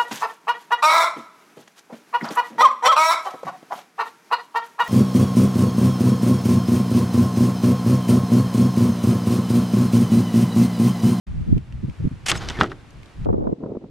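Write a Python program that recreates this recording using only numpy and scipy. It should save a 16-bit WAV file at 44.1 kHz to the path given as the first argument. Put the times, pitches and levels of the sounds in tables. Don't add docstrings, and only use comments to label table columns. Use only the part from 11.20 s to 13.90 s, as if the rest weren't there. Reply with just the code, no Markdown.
import sys
import numpy as np
from scipy import signal
from scipy.fft import rfft, irfft
from scipy.io import wavfile
from scipy.ndimage import uniform_filter1d, minimum_filter1d

SR = 44100
rng = np.random.default_rng(int(sys.argv[2]) if len(sys.argv) > 2 else 0)


def bounce(signal):
    frames = np.transpose(np.atleast_2d(signal))
    limited = np.clip(frames, -1, 1)
    pcm = np.round(limited * 32767).astype(np.int16)
    wavfile.write(sys.argv[1], SR, pcm)


N = 119070
TIME = np.arange(N) / SR
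CHANGE_S, FADE_S = 2.057, 0.00406


def amp(db):
    return 10 ** (np.asarray(db) / 20)


def unit(x):
    return x / np.sqrt(np.mean(x ** 2) + 1e-20)


def add(mix, start_s, sound):
    part = mix[..., max(round(start_s * SR), 0):][..., :sound.shape[-1]]
    part += sound[..., :part.shape[-1]]


def fade_in(at_s):
    return .5 + .5 * np.tanh((TIME - at_s) / FADE_S * 2)


def level(rows, column=1):
    rows = np.array(rows)
    gate = fade_in(rows[0, 0]) * (1 - fade_in(rows[-1, 0] + FADE_S))
    return gate * amp(np.interp(TIME, rows[:, 0], rows[:, column]))


def colour(x, tone):
    tone_hz, db = np.transpose(tone)
    hz = np.fft.rfftfreq(x.shape[-1], 1 / SR)
    gain = amp(np.interp(np.log(hz + 1), np.log(tone_hz), db))
    return unit(irfft(rfft(x) * gain, x.shape[-1]))


def highpass(x, hz):
    return signal.sosfilt(signal.butter(2, hz, 'high', fs=SR, output='sos'), x)


def stereo_noise(likeness, length=N):
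    shared, left, right = rng.standard_normal((3, N))[:, :length]
    return np.sqrt(likeness) * shared + np.sqrt(1 - likeness) * np.array([left, right])


def wander(hz):
    rolloff = 1 + (np.fft.rfftfreq(N, 1 / SR) / hz) ** 4
    return unit(irfft(rfft(rng.standard_normal(N)) / rolloff, N))


def steadied(x, span_s):
    size = max(int(span_s * SR), 2)
    power = uniform_filter1d(uniform_filter1d((x ** 2).mean(0), size), size)
    return x / np.sqrt(abs(power) + 1e-9)


# pitch in Hz, strength in dB.
HISS_TONE = [(180, -26), (300, 5.5), (431, 0), (700, -4), (968, -3), (2320, -7.5), (10100, -26),
             (12500, -33), (15500, -35.5)]
LATE_HISS_TONE = [(300, 0), (2000, 3), (4000, -2), (8000, -13), (12000, -26), (15500, -17)]
ROAR_TONE = [(100, -14.5), (240, 1.5), (450, -16), (2000, -73)]
# time in seconds, change of level in dB.
BREEZE = [(.1, 1.5), (.3, 1.9), (.42, -1.5), (.62, 0), (.76, 3.1), (.9, 2), (1.65, 1.5), (1.9, 2.5),
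          (2.02, 2)]


def field(start_s=.068, hiss_db=-54, roar_db=-57.5, late_hiss_db=-66):
    swell_db = np.interp(TIME, *np.transpose(BREEZE))
    hiss = amp(hiss_db + swell_db) * highpass(colour(stereo_noise(0.55), HISS_TONE), hz=201)
    roar = amp(roar_db) * colour(stereo_noise(0.63), ROAR_TONE)
    late_hiss = amp(late_hiss_db) * colour(stereo_noise(0.14), LATE_HISS_TONE)
    return np.where(TIME < CHANGE_S, (hiss + roar) * (TIME > start_s), late_hiss)


# time in seconds, level of the differing part against the shared part in dB.
WIND_WIDTH = [(0, -3.5), (.36, 4.5), (.42, -12.5), (.65, -3), (.95, -7), (1.1, -3.5), (1.45, -8.5),
              (2.04, -7.5), (2.065, 6), (2.335, 3.5), (2.355, -10), (2.7, -14)]


def eddies(tone, span_s, db_per_octave=5.5, top_hz=800):
    thinner_tone = [(hz, db + db_per_octave * np.log2(min(hz / top_hz, 1))) for hz, db in tone]
    shared = steadied(colour(rng.standard_normal((1, N)), tone), span_s)
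    differing = steadied(colour(rng.standard_normal((1, N)), thinner_tone), span_s)
    width = amp(np.interp(TIME, *np.transpose(WIND_WIDTH)))
    return shared + width * differing * np.array([[1], [-1]])


# time in seconds, level in dB.
RUMBLE_LEVELS = [(0.07, -33), (0.108, -30.5), (0.218, -26), (0.252, -38.5), (0.318, -20.5), (0.378, -25.5),
                 (0.396, -30.5), (0.456, -42.5), (0.556, -29), (0.612, -36), (0.638, -48), (0.7, -25.5),
                 (0.732, -46.5), (0.772, -50), (0.8, -29.5), (0.86, -22.5), (0.882, -37), (0.904, -51),
                 (0.938, -28.5), (0.988, -45.5), (1.176, -29.5), (1.204, -37), (1.302, -31), (1.346, -39),
                 (1.424, -29.5), (1.446, -47), (1.468, -40.5), (1.712, -50.5), (1.768, -38.5),
                 (1.934, -55.5), (1.984, -30.5), (2.057, -26.5)]
# pitch in Hz, strength in dB.
RUMBLE_TONE = [(15, -5), (28, -5), (55, 2.5), (125, 0.5), (190, -8.5), (270, -22), (400, -37.5),
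               (800, -62.5), (2000, -97.5)]


def rumble():
    return level(RUMBLE_LEVELS) * (1 - fade_in(CHANGE_S)) * eddies(RUMBLE_TONE, span_s=0.05)


# time of the peak in seconds, half length in seconds, relative level in dB.
GUSTS = [(0.293, 0.018, -30.5), (0.329, 0.003, -14.5), (0.373, 0.0061, -21.5), (0.646, 0.011, -25),
         (0.686, 0.0038, -26), (0.806, 0.005, -25), (0.853, 0.0087, -21), (0.875, 0.0044, -17.5),
         (0.919, 0.0052, -30.5)]
# pitch in Hz, strength in dB.
GUST_TONE = [(30, -16), (100, 7), (200, 5), (290, -4.5), (420, -16), (600, -31.5), (2500, -90)]


def gusts(gain_db=2):
    swells = sum(amp(gain_db + db) * np.exp(-.5 * ((TIME - peak_s) / half_s) ** 2)
                 for peak_s, half_s, db in GUSTS)
    return swells * eddies(GUST_TONE, span_s=0.031)


# start in seconds, level in dB, pitch in Hz.
TICKS = [(.379, -38, 2550), (.524, -43.5, 2760), (.697, -41.5, 2650), (1.706, -48.5, 6300),
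         (1.831, -41, 2360), (1.858, -45, 3965), (2.047, -42, 2797)]


def tick(db, hz, rise_s=0.00026, decay_s=0.003):
    t = np.arange(1024) / SR
    tone = [(hz / 4, -20), (hz * 0.48, -7), (hz, 0), (hz * 1.6, -10), (hz * 4, -25)]
    click = colour(stereo_noise(.2, len(t)), tone)
    return amp(db) * click * (1 - np.exp(-t / rise_s)) * np.exp(-t / decay_s)


def slips(per_s, spread_db, side_db):
    mid, side = rng.standard_normal((2, N))
    slipping = rng.random(N) < per_s / SR
    size = amp(spread_db * np.minimum(rng.exponential(1, N), 3))
    return slipping * size * (np.sign(mid) + amp(side_db) * side * np.array([[1], [-1]]))


# time in seconds, level in dB.
RASP_LEVELS = [(1.059, -37.5), (1.063, -23.5), (1.072, -27), (1.082, -30.5), (1.086, -15.5), (1.092, -22),
               (1.099, -14.5), (1.107, -21), (1.113, -29), (1.122, -40), (1.135, -53), (1.165, -34.5),
               (1.170, -51), (1.179, -36.5), (1.186, -55.5)]
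# pitch in Hz, strength in dB.
RASP_TONE = [(300, -6.5), (600, -13), (1000, -8.5), (1500, -5), (2700, -0.5), (3500, -3), (4300, -8),
             (7600, -8.5), (10000, -13.5), (12000, -19), (14500, -36.5), (15500, -63)]


def cords():
    rasp = colour(slips(per_s=6000, spread_db=-3.3, side_db=-21.5), RASP_TONE)
    return level(RASP_LEVELS) * steadied(highpass(rasp, hz=400), span_s=0.0054)


# time in seconds, level of the rustle in dB, level of the flexing in dB.
SWING_LEVELS = [(1.06, -60.5, -59), (1.10, -35.5, -39.5), (1.125, -37.5, -25), (1.156, -31, -38),
                (1.19, -42.5, -45.5), (1.22, -33, -34), (1.27, -39.5, -43), (1.305, -34, -34.5),
                (1.33, -40, -47.5), (1.386, -39, -34.5), (1.391, -42.5, -21.5), (1.408, -23.5, -29),
                (1.422, -31.5, -16.5), (1.447, -39.5, -24.5), (1.47, -42.5, -34.5), (1.485, -55.5, -33),
                (1.52, -42.5, -36), (1.545, -64, -41.5), (1.61, -60.5, -56)]
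# pitch in Hz, strength in dB.
RUSTLE_TONE = [(300, 5.5), (500, -1), (1400, -1.5), (2000, -6.5), (2800, -9.5), (3500, -8), (5700, -16),
               (8000, -25.5), (12600, -33), (15500, -50)]
FLEX_TONE = [(30, -13.5), (70, -18), (120, 0.5), (250, -5.5), (350, 0.5), (500, -13.5), (800, -21),
             (1600, -45.5), (4000, -80.5)]


def doors():
    rubbing = colour(slips(per_s=2200, spread_db=0, side_db=-20.5), RUSTLE_TONE)
    rustle = steadied(highpass(rubbing, hz=399), span_s=0.018)
    flex = steadied(colour(stereo_noise(0.99), FLEX_TONE), span_s=0.0072)
    return level(SWING_LEVELS) * rustle + level(SWING_LEVELS, column=2) * flex


# start in seconds, level in dB, fading time in seconds.
SNAPS = [(1.0618, -23.5, 0.0048), (1.0845, -20, 0.0032), (1.0955, -15, 0.0011), (1.1149, -11, 0.0034),
         (1.2868, -18, 0.0028), (1.2985, -23.5, 0.0035), (1.4335, -21.5, 0.0016)]
# pitch in Hz, strength in dB.
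SNAP_TONE = [(300, -8.5), (1200, 3), (2200, 4), (3200, 5), (5500, 3.5), (8000, -5), (11000, -23),
             (15000, -37)]


def snap(db, decay_s, rise_s=0.00049):
    t = np.arange(4096) / SR
    burst = steadied(colour(stereo_noise(0.95, len(t)), SNAP_TONE), span_s=0.0043)
    return amp(db) * burst * (1 - np.exp(-t / rise_s)) * np.exp(-t / decay_s)


# start in seconds, level in dB, added brightness in dB per octave,
# relative level of the crunch in dB.
SLAPS = [(1.1155, -10.5, 7.5, -11), (1.12, -13.5, -1.5, -7.5), (1.1245, -24, -6.5, -4.5),
         (1.153, -22, 0.5, -5.5), (1.304, -20, 8, -13.5), (1.389, -29.5, 10, -5), (1.4111, 2.5, 0, -16.5),
         (1.4188, -18, -7.5, -7), (1.4342, -17, -2.5, -8), (1.441, -13.5, -1.5, -9.5),
         (1.4605, -33.5, 5.5, -7.5), (1.499, -43, 11, -5), (1.5175, -24, -1.5, -8.5)]
# pitch in Hz, strength in dB, seconds to fade by 60 dB.
DOOR_NOTES = [(320.6, -30.5, 0.19), (586, -40.5, .06), (840, -22, .07), (1240, -32.5, 0.04),
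              (1106, -12.5, 0.011), (1259, 2.5, 0.0087), (1880, -13, 0.024), (2823, -21.5, 0.039),
              (3406, -9, 0.0092), (4800, -24.5, 0.0098)]
# pitch in Hz, strength in dB.
CRUNCH_TONE = [(200, -22.5), (1300, 23.5), (2200, 12), (3500, -11), (5000, -23.5), (8000, -40),
               (12000, -39), (15500, -54)]


def slap(db, brightness, crunch_db, crunch_s=0.0065, tail_db=-20, tail_s=.02, rise_s=0.00028):
    t = np.arange(6000) / SR
    ring = 0
    for hz, note_db, ring_s in DOOR_NOTES:
        detuned_hz = hz * (1 + .02 * rng.standard_normal())
        ring += amp(note_db - 60 * t / ring_s) * np.sin(2 * np.pi * detuned_hz * t)
    crunch = steadied(colour(stereo_noise(1, len(t)), CRUNCH_TONE), span_s=.002)
    fade = np.exp(-t / crunch_s) + amp(tail_db) * np.exp(-t / tail_s)
    padded = np.pad(ring + amp(crunch_db) * crunch * fade, ((0, 0), (0, len(t))))
    octaves = np.log2(np.clip(np.fft.rfftfreq(2 * len(t), 1 / SR), 300, 8000) / 1300)
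    tilted = irfft(rfft(padded) * amp(brightness * octaves))[:, :len(t)]
    return amp(db) * (1 - np.exp(-t / rise_s)) * tilted


# start and length in seconds, first and last pitch in Hz, level in dB.
SQUEAKS = [(1.166, 0.016, 5150, 5220, -37), (1.166, 0.028, 6600, 6500, -42.5),
           (1.166, 0.013, 7850, 7950, -42.5), (1.335, 0.043, 2120, 2015, -41.5),
           (1.365, 0.078, 1800, 1650, -37)]


def squeak(length_s, first_hz, last_hz, db, wobble_hz=110, wobbles_per_s=1000, catches_per_s=131):
    progress = np.arange(0, length_s, 1 / SR) / length_s
    glide_hz = first_hz + (last_hz - first_hz) * progress
    hz = glide_hz + wobble_hz * wander(wobbles_per_s)[:len(progress)]
    grip = unit(abs(wander(catches_per_s)[:len(progress)]))
    swell = np.sqrt(2 * abs(np.sin(np.pi * progress)))
    return amp(db) * grip * swell * np.sin(2 * np.pi * np.cumsum(hz) / SR)


# start in seconds, relative levels of the thump and crackle in dB.
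BUFFETS = [(2.056, -24.5, -25.5), (2.066, -20, -27.5), (2.087, -24, -22), (2.1, -15, -28),
           (2.127, -17, -29), (2.14, -15, -29), (2.18, -17.5, -39.5), (2.238, -28.5, -31),
           (2.269, -14.5, -23), (2.325, -14.5, -36.5), (2.403, -27.5, -42), (2.434, -19.5, -27),
           (2.459, -18.5, -32), (2.502, -22, -36.5), (2.517, -20.5, -34.5), (2.549, -20, -29.5),
           (2.568, -17, -33.5), (2.64, -26, -36.5)]
# pitch in Hz, strength in dB.
THUMP_TONE = [(30, -37), (220, 9), (450, 2.5), (750, -32), (2500, -84)]
CRACKLE_TONE = [(150, -30), (450, 10), (700, 5.5), (1200, -8), (1800, -27), (6000, -64.5)]


def buffets(rise_s=0.0028, gain_db=-5.5):
    thumps, crackles = np.zeros((2, N))
    for start_s, thump_db, crackle_db in BUFFETS:
        age = np.clip((TIME - start_s) / rise_s, 0, 20)
        push = amp(gain_db) * np.tanh(2 * age) * age * np.exp(1 - age)
        thumps += amp(thump_db) * push
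        crackles += amp(crackle_db) * push
    return thumps * eddies(THUMP_TONE, span_s=.0086) + crackles * eddies(CRACKLE_TONE, span_s=.0034)


# time in seconds, relative levels of the rumble and the flutter in dB.
LATE_WIND_LEVELS = [(2.06, -30, -35), (2.094, -21.5, -39.5), (2.15, -28, -34.5), (2.332, -35, -36),
                    (2.354, -68, -48), (2.4, -76, -42.5), (2.44, -60, -34.5), (2.56, -53.5, -37.5),
                    (2.585, -58, -50.5), (2.65, -47, -40.5), (2.675, -54, -49.5), (2.7, -43.5, -47)]
# pitch in Hz, strength in dB.
FLUTTER_TONE = [(30, -34.5), (120, 1), (270, 5), (480, -0.5), (750, -15.5), (1100, -26), (1600, -43.5),
                (6000, -89)]


def late_wind(rumble_db=-3.5, flutter_db=1.5, lump_db=2.5, lumps_per_s=85):
    low_rumble = amp(rumble_db) * level(LATE_WIND_LEVELS) * eddies(RUMBLE_TONE, span_s=0.05)
    lumps = amp(flutter_db + lump_db * wander(lumps_per_s))
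    flutter = lumps * level(LATE_WIND_LEVELS, column=2) * eddies(FLUTTER_TONE, span_s=0.062)
    return fade_in(CHANGE_S) * (low_rumble + flutter)


# pitch in Hz, width in Hz, strength in dB.
FRAME_NOTES = [(600, 14, -10.5), (770, 29, 2), (1078, 15, -8.5), (1308, 13, -3.5), (1800, 6.4, -1),
               (2460, 11, -2), (3160, 22, -7.5), (3050, 75, 0.5), (3080, 73, -6), (6750, 20, 4),
               (6014, 45, 2.5), (7800, 37, 8.5)]


def frame(x, ring_db=-12, direct_db=-1):
    ring = sum(amp(db) * signal.lfilter(*signal.iirpeak(hz, hz / width_hz, SR), x)
               for hz, width_hz, db in FRAME_NOTES)
    return amp(direct_db) * x + amp(ring_db) * ring


def outdoors(x, echo_db=-27, decay_s=0.036, echoes_per_s=2000):
    t = np.arange(SR // 2) / SR
    echoes = rng.standard_normal((2, len(t))) * (rng.random((2, len(t))) < echoes_per_s / SR)
    echoes *= np.exp(-t / decay_s) * (t > .003)
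    echoes /= np.linalg.norm(echoes[0])
    return x + amp(echo_db) * signal.fftconvolve(x, echoes, axes=1)[:, :N]


def scene():
    trap = cords() + doors()
    for table, source in ((SNAPS, snap), (SLAPS, slap), (SQUEAKS, squeak), (TICKS, tick)):
        for start_s, *settings in table:
            add(trap, start_s, source(*settings))
    return outdoors(frame(trap)) + rumble() + gusts() + buffets() + late_wind() + field()


def record(dry, treble_hz=12550, ceiling=.98, top_hz=15400):
    dull = signal.sosfilt(signal.butter(3, treble_hz, fs=SR, output='sos'), dry)
    safe_gain = np.minimum(ceiling / (abs(dull).max(0) + 1e-9), 1)
    held_gain = minimum_filter1d(safe_gain, size=65)
    limited = dull * uniform_filter1d(uniform_filter1d(held_gain, size=33), size=33)
    top_cut = signal.firwin(255, top_hz, window=("kaiser", 9), fs=SR)
    return signal.oaconvolve(limited, top_cut[None], "same")


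dry = scene()
out = record(dry)
bounce(out)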